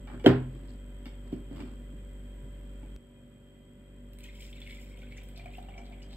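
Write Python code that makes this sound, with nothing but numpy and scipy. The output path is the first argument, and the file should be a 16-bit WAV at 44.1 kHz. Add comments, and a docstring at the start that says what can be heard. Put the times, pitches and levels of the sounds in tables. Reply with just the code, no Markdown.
"""A low hum, likely a refrigerator compressor, fills a small room. A hand rubs and taps a jug, which skids and
lands hard on a desk at 0.26 s, ringing both; it is then gripped, with lighter knocks. Near 3 s the level dips
with a thin click, then creeps back. From 4.2 s tea is poured in a thin stream from a steel cup into the jug:
drops tick and shower on the wall, bubbles ping, and the air in the jug answers them."""
import sys
import numpy as np
from scipy import signal
from scipy.fft import rfft, irfft
from scipy.io import wavfile

SR = 44100
rng = np.random.default_rng(int(sys.argv[2]) if len(sys.argv) > 2 else 0)


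def int16_out(signal):
    """Quantize to a 16-bit WAV file."""
    q = np.round(np.clip(np.atleast_2d(signal).T, -1, 1) * 32767)
    wavfile.write(sys.argv[1], SR, q.astype(np.int16))


N = 271656
T = np.arange(N) / SR
HZ = np.fft.rfftfreq(N, 1 / SR)
DIP_S, RETURN_S, POUR_S = 2.963, 3.74, 4.17


def amp(db):
    """Decibels to gain."""
    return 10 ** (np.asarray(db) / 20)


def unit(x):
    """Scales to rms 1."""
    return x / np.sqrt(np.mean(x ** 2) + 1e-20)


def curve(points):
    """Linear interpolation over time."""
    return np.interp(T, *np.transpose(points))


def read(points, hz):
    """Interpolation over log frequency."""
    f, value = np.transpose(points)
    return np.interp(np.log(hz + 1), np.log(f + 1), value)


def add(mix, start_s, sound):
    """Adds a sound into the mix in place."""
    part = mix[..., max(round(start_s * SR), 0):][..., :sound.shape[-1]]
    part += sound[..., :part.shape[-1]]


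def colour(x, points):
    """Causal unit-energy filter; points are (Hz, dB)."""
    log_gain = np.log(unit(amp(read(points, abs(np.fft.fftfreq(N, 1 / SR))))))
    response = np.exp(np.conj(signal.hilbert(log_gain)))[:len(HZ)]
    return irfft(rfft(x) * response, N)


def resonate(x, hz, *widths_hz):
    """Two-pole resonances in series, one per width."""
    for width_hz in widths_hz:
        x = signal.lfilter(*signal.iirpeak(hz, hz / width_hz, fs=SR), x)
    return x


def noise():
    """Two channels of white noise."""
    return rng.standard_normal((2, N))


def drift(rate_hz):
    """Smooth random wander of rms 1."""
    return unit(irfft(rfft(rng.standard_normal(N)) * np.exp(-(HZ / rate_hz) ** 2), N))


def clicks(per_s, spread_db):
    """Sparse impulses of uneven size."""
    size = amp(spread_db * np.minimum(rng.exponential(1, N), 3))
    return size * rng.choice([-1., 1.], N) * (rng.random(N) < per_s / SR)


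def modes(rows):
    """One second of damped sines."""
    t = T[:SR]
    return sum(amp(db - 60 * t / t60_s) * np.sin(2 * np.pi * hz * t) for hz, db, t60_s in rows)


def burst(decay_s):
    """A decaying puff of noise."""
    return np.exp(-T[:SR] / decay_s) * rng.standard_normal(SR)


def ports(pair):
    """Two unrelated signals become partly alike, as diffuse sound is at two microphone ports."""
    # Each row: frequency in Hz, unshared part in dB, lead of the left in radians.
    likeness = [(50, -37, -.02), (110, -24, -.05), (200, -15, -.09), (450, -5, -.19), (750, -1, -.32),
                (1500, -6, -.5), (2400, 0, -.95), (3200, -1, -1.2), (5040, -1.5, -2.4), (7800, -18, -.35),
                (10000, 0, 2), (12900, 4, 3.3)]
    hz, side_db, lead_rad = np.transpose(likeness)
    apart = amp(read(np.c_[hz, side_db], HZ))
    turn = np.exp(.5j * read(np.c_[hz, lead_rad], HZ))
    mid, side = rfft(pair) / np.sqrt(1 + apart ** 2)
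    return irfft([(mid + apart * side) * turn, (mid - apart * side) / turn], N)


def near(x, lag_ms, pan_db=0):
    """A close source reaches the left port slightly later."""
    turn = np.exp(-1j * np.pi * HZ * lag_ms / 1000) * amp(pan_db / 2)
    return irfft(rfft(x) * np.array([turn, 1 / turn]), N)


def room(x, build_s=0.0014):
    """Diffuse reflections of a small room, each band dying at its own rate."""
    # Each row: frequency in Hz, t60 in seconds.
    decay = [(100, 0.59), (250, 0.21), (600, 0.33), (2000, 0.33), (4500, 0.28), (8000, 0.18), (14000, 0.14)]
    hz, t, bands = signal.stft(noise()[:, :SR], SR, nperseg=256)
    tail = signal.istft(bands * amp(-60 * t / read(decay, hz)[:, None]), SR, nperseg=256)[1]
    tail *= 1 - np.exp(-(T[:tail.shape[1]] / build_s) ** 2)
    return ports(signal.fftconvolve(x[None], tail / np.linalg.norm(tail[0]), axes=1)[:, :N])


def compressor(shaft_hz=48.05, waver=0.075, buzz_depth=0.75, stroke_turns=0.079, throb=0.17):
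    """Shaft harmonics, a whirr through the casing, and a fizz that pulses with each stroke."""
    # Each row: multiple of the shaft rate, relative level in dB.
    harmonics = [(1, 0), (2, -18.5), (3, -18), (4, -22), (5, -15), (6, -26), (7, -27), (8, -21.5),
                 (9, -30.5), (10, -34), (11, -27), (12, -22.5), (13, -42.5), (14, -42), (15, -45),
                 (16, -46.5)]
    # Each row: frequency in Hz, relative density in dB.
    whirr_spectrum = [(20, -50), (38, -21.5), (55, -0.5), (75, -4), (105, -4.5), (160, -11.5), (200, -3),
                      (270, -4.5), (340, -12.5), (430, -13.5), (600, -16.5), (850, -24), (1100, -25.5),
                      (1600, -22), (2300, -27), (3200, -27), (4200, -37), (6000, -44.5), (9000, -82)]
    fizz_spectrum = [(5500, -42), (6800, -16.5), (7850, 3), (9200, -13.5), (10400, -32.5), (11400, -12),
                     (12300, -12), (13400, -10), (14400, -43.5)]
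    # Each row: frequency in Hz, width per stage in Hz, level in dB.
    casing_modes = [(245.2, 19.3, -62), (210, 6.9, -68.5), (124.1, 8.2, -62), (313.5, 1.7, -73.5),
                    (505.5, 1.2, -76), (976, 47, -77.5), (2011, 88, -77), (2452, 33, -79), (3166, 12, -74),
                    (3214, 59, -72)]
    turns = np.cumsum(shaft_hz * (1 + 0.0009 * drift(2.25))) / SR
    partials = sum(amp(db) * (1 + waver * drift(4.0)) * np.sin(2 * np.pi * (k * turns + rng.random()))
                   for k, db in harmonics[1:])
    fundamental = amp(-41.5) * np.sqrt(2) * np.sin(2 * np.pi * turns)
    fundamental *= dip(depth_db=-15.5, after_db=-2.5, recovery_s=0.22)
    stroke = np.exp(-((turns % 1 - .5) / stroke_turns) ** 2)
    whirr = amp(-56.5) * unit(colour(noise(), whirr_spectrum))
    casing = sum(amp(db) * unit(resonate(noise(), hz, width, width)) for hz, width, db in casing_modes)
    casing *= 1 + throb * np.cos(4 * np.pi * turns)
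    fizz = amp(-71.5) * unit(colour(noise() * (1 + buzz_depth * stroke), fizz_spectrum))
    hum_gain = dip(depth_db=-4.0, after_db=0.1, recovery_s=0.74)
    hiss_gain = dip(depth_db=-5, after_db=-1.0, recovery_s=0.73)
    tones = near(fundamental, lag_ms=0.11) + near(amp(-39.5) * hum_gain * partials, lag_ms=0.2)
    return tones + ports(hum_gain * casing + hiss_gain * (whirr + fizz))


def rubbing(rasp_octaves=0.93, swell_share=0.24):
    """Skin and sleeve catch on the jug in clumps of tiny slips; each stroke swells and fades."""
    # Each row: frequency in Hz, relative density in dB.
    rub_spectrum = [(59, -18.5), (100, -6), (228, -14), (269, -1.5), (502, -24), (571, -22.5),
                    (2920, -36.5), (4970, -42), (5970, -58), (8000, -39), (10400, -84), (17600, -120)]
    # Each row: start and length in seconds, relative level in dB, rasp centre in Hz, rasp gain in dB.
    strokes = [(0.059, 0.19, -49, 1480, 13), (0.46, 0.37, -54.5, 300, 2), (0.672, 0.084, -63, 5000, 20),
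               (1.06, 0.028, -45.5, 2340, 7), (1.217, 0.22, -53.5, 200, -3), (1.495, 0.29, -45, 1500, 2.5)]
    slips = np.array([clicks(1100, spread_db=4) for _ in range(2)]) * amp(2.5 * drift(45))
    friction = rfft(unit(colour(slips, rub_spectrum)))
    out = np.zeros((2, N))
    for start_s, length_s, db, rasp_hz, rasp_db in strokes:
        pressure = np.interp((T - start_s) / length_s, [0, swell_share, 1], [0, 1, 0])
        rasp = amp(rasp_db * np.exp(-(np.log2((HZ + 1) / rasp_hz) / rasp_octaves) ** 2))
        out += amp(db + 1.5) * pressure * irfft(friction * rasp, N)
    return ports(out)


def taps(detune=0.022, pivot_hz=2300):
    """Fingers tap the plastic handle and lid, each at a different spot; some taps dull, some bright."""
    # Each row: start in seconds, relative level in dB, tilt in dB per octave.
    touches = [(.074, -38.5, -3.5), (.1, -41, -8), (.198, -39, -1), (.242, -29.5, -2), (1.057, -33.5, 3.5),
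               (1.066, -43, 5), (1.078, -43, 0), (1.327, -45.5, 8), (1.563, -42.5, 6), (1.603, -36, 2),
               (1.622, -46, 6), (1.648, -58, -3), (2.831, -47.5, -5.5)]
    # Each row: frequency in Hz, relative level in dB, t60 in seconds.
    handle_modes = [(838, -2, 0.033), (1397, -8.5, 0.045), (1820, -7, 0.031), (2275, -1, 0.046),
                    (2870, -1.5, 0.026), (3520, -7, 0.032), (4580, -10.5, 0.025), (5170, -10, 0.012),
                    (8000, -15, .008), (12500, -19, .008)]
    out = np.zeros(N)
    for start_s, db, tilt in touches:
        shifts = np.exp(detune * rng.standard_normal(len(handle_modes)))
        ring = [(hz * shift, mode_db + tilt * np.log2(hz / pivot_hz), t60_s)
                for (hz, mode_db, t60_s), shift in zip(handle_modes, shifts)]
        add(out, start_s, amp(db - 13.5) * modes(ring))
    return near(out, lag_ms=0.072) + room(amp(-1.5) * out)


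def knocks(thump_cycles=0.69, yield_s=0.00335, ring_build_s=.005,
           bounce_s=0.00745, bounce_shrink=0.769, bounce_db=-5.5):
    """The jug's wall cracks on contact; the desk yields, thumps with two rebounds, and both ring."""
    # Each row: start in seconds, thump in dB, thump pitch in Hz, ring in dB, crack in dB (all dB relative).
    blows = [(.14, -34.5, 241, -42.5, -55), (0.2617, -1, 311, -16, -6.5), (1.3246, -22, 262, -41.5, -43.5),
             (1.37, -41, 270, -62, -68), (1.509, -33.5, 238, -43, -68), (1.607, -37, 272, -50, -61.5),
             (1.631, -33.5, 262, -56, -68), (1.932, -37.5, 233, -61, -68), (2.427, -42, 105, -49.5, -70),
             (2.829, -41.5, 251, -54, -64)]
    # Each row: frequency in Hz, relative level in dB, t60 in seconds.
    wall_modes = [(695, 8.5, 0.041), (775, -10, 0.027), (1460, -2.5, 0.043), (3130, 8, 0.026),
                  (7600, -30, .02)]
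    jug_desk_modes = [(66, -7, 0.16), (91, -8, 0.33), (129.7, -0.5, 0.54), (157, -3, 0.2), (185, -6, 0.14),
                      (215, -7, 0.2), (251, -7, 0.38), (306, -3, 0.2), (393, -4, 0.19), (443, -16, 0.2),
                      (515, -15.5, 0.32), (674, -16, .28), (800, -22, 0.16), (960, -27, 0.2),
                      (1025, -27, 0.18), (1056, -29, 0.45), (1427, -25, 0.15), (1497, -27, 0.2),
                      (1718, -30, .24), (1880, -34, 0.2), (2100, -33, 0.2), (2202, -39, 0.4),
                      (2875, -25, 0.24)]
    # Each row: frequency in Hz, relative density in dB.
    crack_spectrum = [(150, -15.5), (400, 8), (680, 5), (1030, -0.5), (1220, -6), (1450, -0.5),
                      (2300, -8.5), (3200, -9.5), (3900, -17.5), (5200, -21.5), (6200, -33.5), (7900, -24),
                      (10300, -55), (12200, -25), (14000, -43), (16000, -55)]
    t = T[:SR]
    clack = modes(wall_modes)
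    ring = modes(jug_desk_modes) * (1 - np.exp(-t / ring_build_s))
    delays_s = yield_s + np.cumsum([0, bounce_s, bounce_s * bounce_shrink])
    thumps, rings, cracks, clacks, contacts = np.zeros((5, N))
    for start_s, thump_db, hz, ring_db, crack_db in blows:
        age = t * hz / thump_cycles
        thump = age ** 2 * np.exp(2 - 2 * age) * np.sin(2 * np.pi * hz * t)
        for k, delay_s in enumerate(delays_s):
            add(thumps, start_s + delay_s, amp(thump_db + k * bounce_db) * thump)
        add(rings, start_s + yield_s, amp(ring_db) * ring)
        add(cracks, start_s, amp(crack_db - 10.5) * burst(decay_s=0.011))
        add(clacks, start_s, amp(crack_db - 16.5) * clack)
        add(contacts, start_s, amp(crack_db + 11.5) * np.ones(1))
    judder, grit = skid()
    thumps += judder
    cracks = colour(cracks + grit, crack_spectrum)
    contacts = colour(contacts + grit, crack_spectrum)
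    wet = room(amp(-7.5) * thumps + amp(-10) * rings + contacts, build_s=0.0036)
    body = near(thumps, lag_ms=0.27, pan_db=-0.5) + near(rings, lag_ms=0.12)
    return body + near(cracks + clacks, lag_ms=0.11, pan_db=-1.5) + wet * amp([[-.6], [.6]])


def skid(start_s=.2445, length_s=0.016, slip_hz=521.5, climb=.25, uneven=0.076):
    """The rim sticks and slips on the desk just before landing: a quickening judder and its grit."""
    progress = np.clip((T - start_s) / length_s, 0, 1)
    grip = amp(-21) * np.sqrt(np.sin(np.pi * progress))
    slips = np.cumsum(slip_hz * (1 + climb * (progress - .5) + uneven * drift(436))) / SR
    judder = grip * (1 + 0.48 * drift(280)) * np.sin(2 * np.pi * slips)
    grit = grip * amp(-19) * rng.standard_normal(N)
    return judder, grit


def dip(depth_db, after_db, recovery_s, fall_s=0.0025):
    """Gain that drops at DIP_S, holds until RETURN_S, then creeps toward after_db."""
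    down = np.clip((T - DIP_S) / fall_s, 0, 1)
    held = np.exp(-np.maximum(T - RETURN_S, 0) / recovery_s)
    return amp(down * (after_db + (depth_db - after_db) * held))


def click(hz=2500, decay_s=0.00012):
    """A thin click where the level dips."""
    t, out = T[:512], np.zeros(N)
    add(out, DIP_S, amp(-38.5) * np.exp(-t / decay_s) * np.cos(2 * np.pi * hz * t))
    return near(out, lag_ms=0.017)


def bubble(hz, cycles, rise, samples=4096):
    """A damped ping whose pitch climbs as the bubble nears the surface."""
    age = T[:samples] * hz / cycles
    pitch_hz = hz * (1 + rise * np.minimum(age, 4))
    return np.sin(2 * np.pi * np.cumsum(pitch_hz) / SR) * np.exp(-age) * (1 - np.exp(-8 * age))


def wall_drops():
    """Single drops hit the jug's wall with a tick and a high ping."""
    # Each row: start in seconds, relative level in dB, pitch in Hz.
    drops = [(4.134, -45, 13500), (4.1873, -42, 9100), (4.197, -59, 12500), (4.207, -51, 11800),
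             (4.2395, -44, 8050), (4.3303, -60, 7800), (4.43, -55, 7840), (4.4504, -51, 7240),
             (4.467, -50, 6900), (4.5666, -55, 7410), (4.6576, -58, 6900), (4.604, -46, 7500),
             (4.675, -48.5, 8600), (4.693, -59, 8030), (4.7197, -49, 7950), (4.844, -51, 11700),
             (4.9734, -52, 8800), (5.096, -60, 13000), (5.179, -53, 7400), (5.234, -48, 11400),
             (5.238, -56, 11200), (5.28, -63, 12000), (5.288, -48, 8530), (5.376, -44.5, 8450),
             (5.459, -54, 8400), (5.5408, -52.5, 7770), (5.573, -51.5, 12000), (5.6264, -53, 7850),
             (6.1302, -51, 8400)]
    # Each row: frequency in Hz, relative density in dB.
    tick_spectrum = [(1500, -4), (3500, 10), (4800, 0), (6200, -14), (8400, 6.5), (10400, -22), (12500, 5),
                     (15700, 2)]
    ticks, pings = np.zeros((2, N))
    for start_s, db, hz in drops:
        add(ticks, start_s, amp(db + 1.5) * burst(decay_s=0.00077))
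        add(pings, start_s, amp(db - 4.0) * bubble(hz, cycles=13, rise=0.0057))
    return pings + colour(ticks, tick_spectrum)


def trickle(centre_hz=2600, octaves=1.6, spread_db=14, count=2200):
    """The stream drags in small bubbles of random moment, pitch and size."""
    # Each row: time in seconds, relative strength of the stream in dB.
    flow = [(4.2, -55), (4.27, -58), (4.32, -62.5), (4.42, -63), (4.5, -63), (4.62, -59.5), (4.75, -60),
            (4.916, -67), (5.194, -64.5), (5.282, -72.5), (5.392, -63), (5.56, -66.5), (5.7, -69),
            (6.1, -71)]
    gain = amp(curve(flow) - 8.5 + 2 * drift(40))
    swarm = np.zeros(N)
    for when, pitch, size in rng.random((count, 3)):
        hz = centre_hz * 2 ** (octaves * (pitch - .5))
        ping = bubble(hz, cycles=10, rise=0.012, samples=1536)
        add(swarm, POUR_S + when * (T[-1] - POUR_S), amp(spread_db * size ** 4) * ping)
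    return gain * swarm / np.std(swarm[T > POUR_S])


def jug_air(flowing, depth):
    """The stream pumps the jug's air column, most where it plunges deepest."""
    # Each row: frequency in Hz, width in Hz, relative level in dB.
    air_modes = [(720, 107, 9), (750, 22, -4)]
    pushes = clicks(120, spread_db=-2.5) * (amp(-85.5) + amp(-72.5) * depth) * flowing
    return sum(amp(db + 43.5) * resonate(pushes, hz, width, 4 * width) for hz, width, db in air_modes)


def spatter(flowing):
    """Fine spray on the wall, thickest while the tea is shallow."""
    # Each row: time in seconds, level in dB.
    amount = [(4.32, -72), (4.44, -60.5), (4.53, -69.5), (4.66, -70.5), (4.72, -64.5), (4.85, -67),
              (4.95, -75.5), (5.5, -80), (5.58, -65), (5.68, -91)]
    # Each row: frequency in Hz, relative density in dB.
    spray_spectrum = [(2500, -17), (4200, 0), (5400, 10), (6000, -7), (7300, 10), (9000, 3.5), (10400, -24),
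                      (11400, 3), (13300, 0), (14600, 0), (15600, 2)]
    droplets = unit(clicks(1200, spread_db=3.5))
    droplets *= amp(3.0 * drift(41) + curve(amount)) * flowing
    return colour(droplets, spray_spectrum)


def showers(q=2.3):
    """Crowds of droplets flung at the wall, each crackling in its own register."""
    # Each row: start in seconds, relative level in dB, length in seconds, centre in Hz.
    crowds = [(4.232, -56, 0.026, 7000), (4.438, -59, .025, 6000), (4.664, -62, 0.0064, 5500),
              (4.988, -58, 0.0087, 6000), (5.162, -60, 0.021, 6500), (5.23, -63, .02, 5500),
              (5.268, -72, .035, 6000), (5.358, -53.5, 0.04, 4300), (5.556, -72, .02, 4000),
              (5.625, -66, 0.022, 3800), (5.772, -62, 0.022, 5470), (5.844, -58, .03, 3630),
              (6.02, -55, 0.016, 5030), (6.094, -57.5, .06, 3920)]
    out = np.zeros(N)
    for start_s, db, length_s, hz in crowds:
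        envelope = np.sqrt(np.sin(np.pi * np.clip((T - start_s) / length_s, 0, 1)))
        grains = resonate(clicks(1500, spread_db=7.0), hz, hz / q, hz / q)
        out += amp(db - 5.5) * envelope * unit(grains)
    return out


def plop(hz, count=4, trail_s=.018, spread=0.456):
    """One main bubble, trailed by fainter ones that break off it."""
    out = np.zeros(8192)
    add(out, 0, bubble(hz, cycles=11.5, rise=0.009))
    for when, pitch in rng.random((count, 2)):
        ping = bubble(hz * np.exp(spread * (pitch - .5)), cycles=16.8, rise=0.051)
        add(out, when * trail_s, amp(-11 - 10 * when) * ping)
    return out


def tea_drops(depth, shallow_decay_s=0.0058, deep_decay_s=0.0042):
    """Large drops plop and splash in the tea; splashes shorten as the stream plunges deeper."""
    # Each row: start in seconds, relative bubble level in dB, pitch in Hz, relative splash level in dB.
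    drops = [(4.2451, -43.5, 2510, -42), (4.2845, -45, 2090, -48), (4.3534, -50, 3110, -48),
             (4.4037, -44, 3200, -56), (4.4215, -43.5, 3130, -41), (4.4492, -62, 2340, -43),
             (4.5285, -42.5, 3170, -40), (4.6173, -35.5, 3460, -41.5), (4.6355, -55.5, 2870, -49),
             (4.664, -44, 2380, -53), (4.6726, -40, 2165, -48), (4.6971, -44, 2040, -40),
             (4.7077, -40, 2254, -36), (4.7235, -40, 2214, -55), (4.75, -45.5, 3540, -52),
             (4.769, -46, 2280, -47), (4.785, -46, 2080, -47), (4.828, -56, 2210, -58),
             (4.872, -54, 2250, -60), (5.0184, -46.5, 2255, -47), (5.031, -51, 1494, -50),
             (5.112, -49, 2080, -46), (5.1226, -43.5, 2240, -41.5), (5.1683, -44.5, 1990, -52),
             (5.181, -46, 2330, -39), (5.2167, -56, 2380, -45), (5.3714, -49, 2470, -47),
             (5.378, -49, 3560, -49), (5.396, -42, 2360, -48), (5.4582, -40.5, 2366, -56),
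             (5.477, -49, 2200, -60), (5.5374, -41.5, 2490, -57), (5.55, -44, 2690, -44),
             (5.5822, -49, 2830, -56), (5.6868, -45.5, 2840, -61), (5.7387, -45.5, 2280, -63),
             (5.7786, -39.5, 2290, -50), (5.817, -49, 2300, -58), (5.923, -55, 2960, -46),
             (5.93, -46, 2310, -57), (6.02, -47, 2880, -48), (6.13, -50.5, 3650, -44)]
    plops, splashes = np.zeros((2, N))
    for start_s, db, hz, splash_db in drops:
        add(plops, start_s, amp(db - 1.5) * plop(hz))
        decay_s = shallow_decay_s + np.interp(start_s, T, depth) * (deep_decay_s - shallow_decay_s)
        add(splashes, start_s, amp(splash_db - 11.5) * burst(decay_s))
    return plops, splashes


def plunges(attack_s=0.0032):
    """Deep plunges slap the surface and make the jug glug."""
    # Each row: start in seconds, relative level in dB, pitch in Hz.
    hits = [(5.025, -58, 760), (5.185, -57, 746), (5.372, -51, 686), (5.391, -46, 703), (5.438, -51, 744),
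            (5.457, -39.5, 690), (5.487, -58, 760), (5.5825, -38, 720), (5.6291, -50, 790),
            (5.685, -43.5, 773), (5.745, -52, 790), (5.762, -48, 716), (5.779, -42, 696), (5.791, -45, 775),
            (5.818, -56, 723), (5.91, -49.5, 694), (5.925, -51, 840), (6.125, -50.5, 790)]
    # Each row: frequency in Hz, relative density in dB.
    slap_spectrum = [(300, -16), (600, 5), (800, 4), (1200, 1.5), (2300, -4), (3300, -25), (5000, -13),
                     (6200, -16), (8000, -21), (12000, -29)]
    slaps, glugs = np.zeros((2, N))
    for start_s, db, hz in hits:
        add(slaps, start_s, amp(db - 12) * burst(decay_s=0.009) * (1 - np.exp(-T[:SR] / attack_s)))
        add(glugs, start_s, amp(db + 0.5) * bubble(hz, cycles=5.0, rise=0.02))
    return colour(slaps, slap_spectrum), glugs


def pour(rise_s=0.1, deepest_s=5.73, deep_width_s=0.51, cross_hz=2247, cross_width_hz=39):
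    """The stream sounds in the tea, on the wall and in the jug's air; the room reflects all three."""
    # Each row: frequency in Hz, relative density in dB.
    gurgle_spectrum = [(900, -31), (1700, -13), (2200, 5.5), (2800, 2), (3400, 3), (4200, -5),
                       (6000, -20.5)]
    flowing = np.clip((T - POUR_S) / rise_s, 0, 1)
    depth = np.exp(-((T - deepest_s) / deep_width_s) ** 2)
    plops, splashes = tea_drops(depth)
    slaps, glugs = plunges()
    ticks = wall_drops()
    liquid = plops + slaps + colour(splashes + flowing * trickle(), gurgle_spectrum)
    liquid += amp(-9.5) * resonate(liquid, cross_hz, cross_width_hz)  # air mode across the jug
    hollow = glugs + jug_air(flowing, depth)
    spray = ticks + spatter(flowing) + showers()
    direct = near(liquid, lag_ms=0.058, pan_db=1.5) + near(spray, lag_ms=0.1) + near(hollow, lag_ms=0.31)
    return direct + room(amp(-7.5) * liquid + amp(-5) * spray + amp(-4.5) * hollow)


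def scene():
    """Hum, jug handling and pour, in stereo."""
    return compressor() + knocks() + taps() + rubbing() + click() + pour()


def record(dry, low_cut_hz=44.2, high_cut_hz=15900):
    """Bass roll-off, full-scale clipping and band limit."""
    highpass = signal.butter(3, low_cut_hz, "highpass", fs=SR, output="sos")
    lowpass = signal.firwin(511, high_cut_hz, window=("kaiser", 9), fs=SR)
    clipped = np.clip(signal.sosfilt(highpass, dry), -1, 1)
    return signal.oaconvolve(clipped, lowpass[None], "same")


dry = scene()
out = record(dry)
int16_out(out)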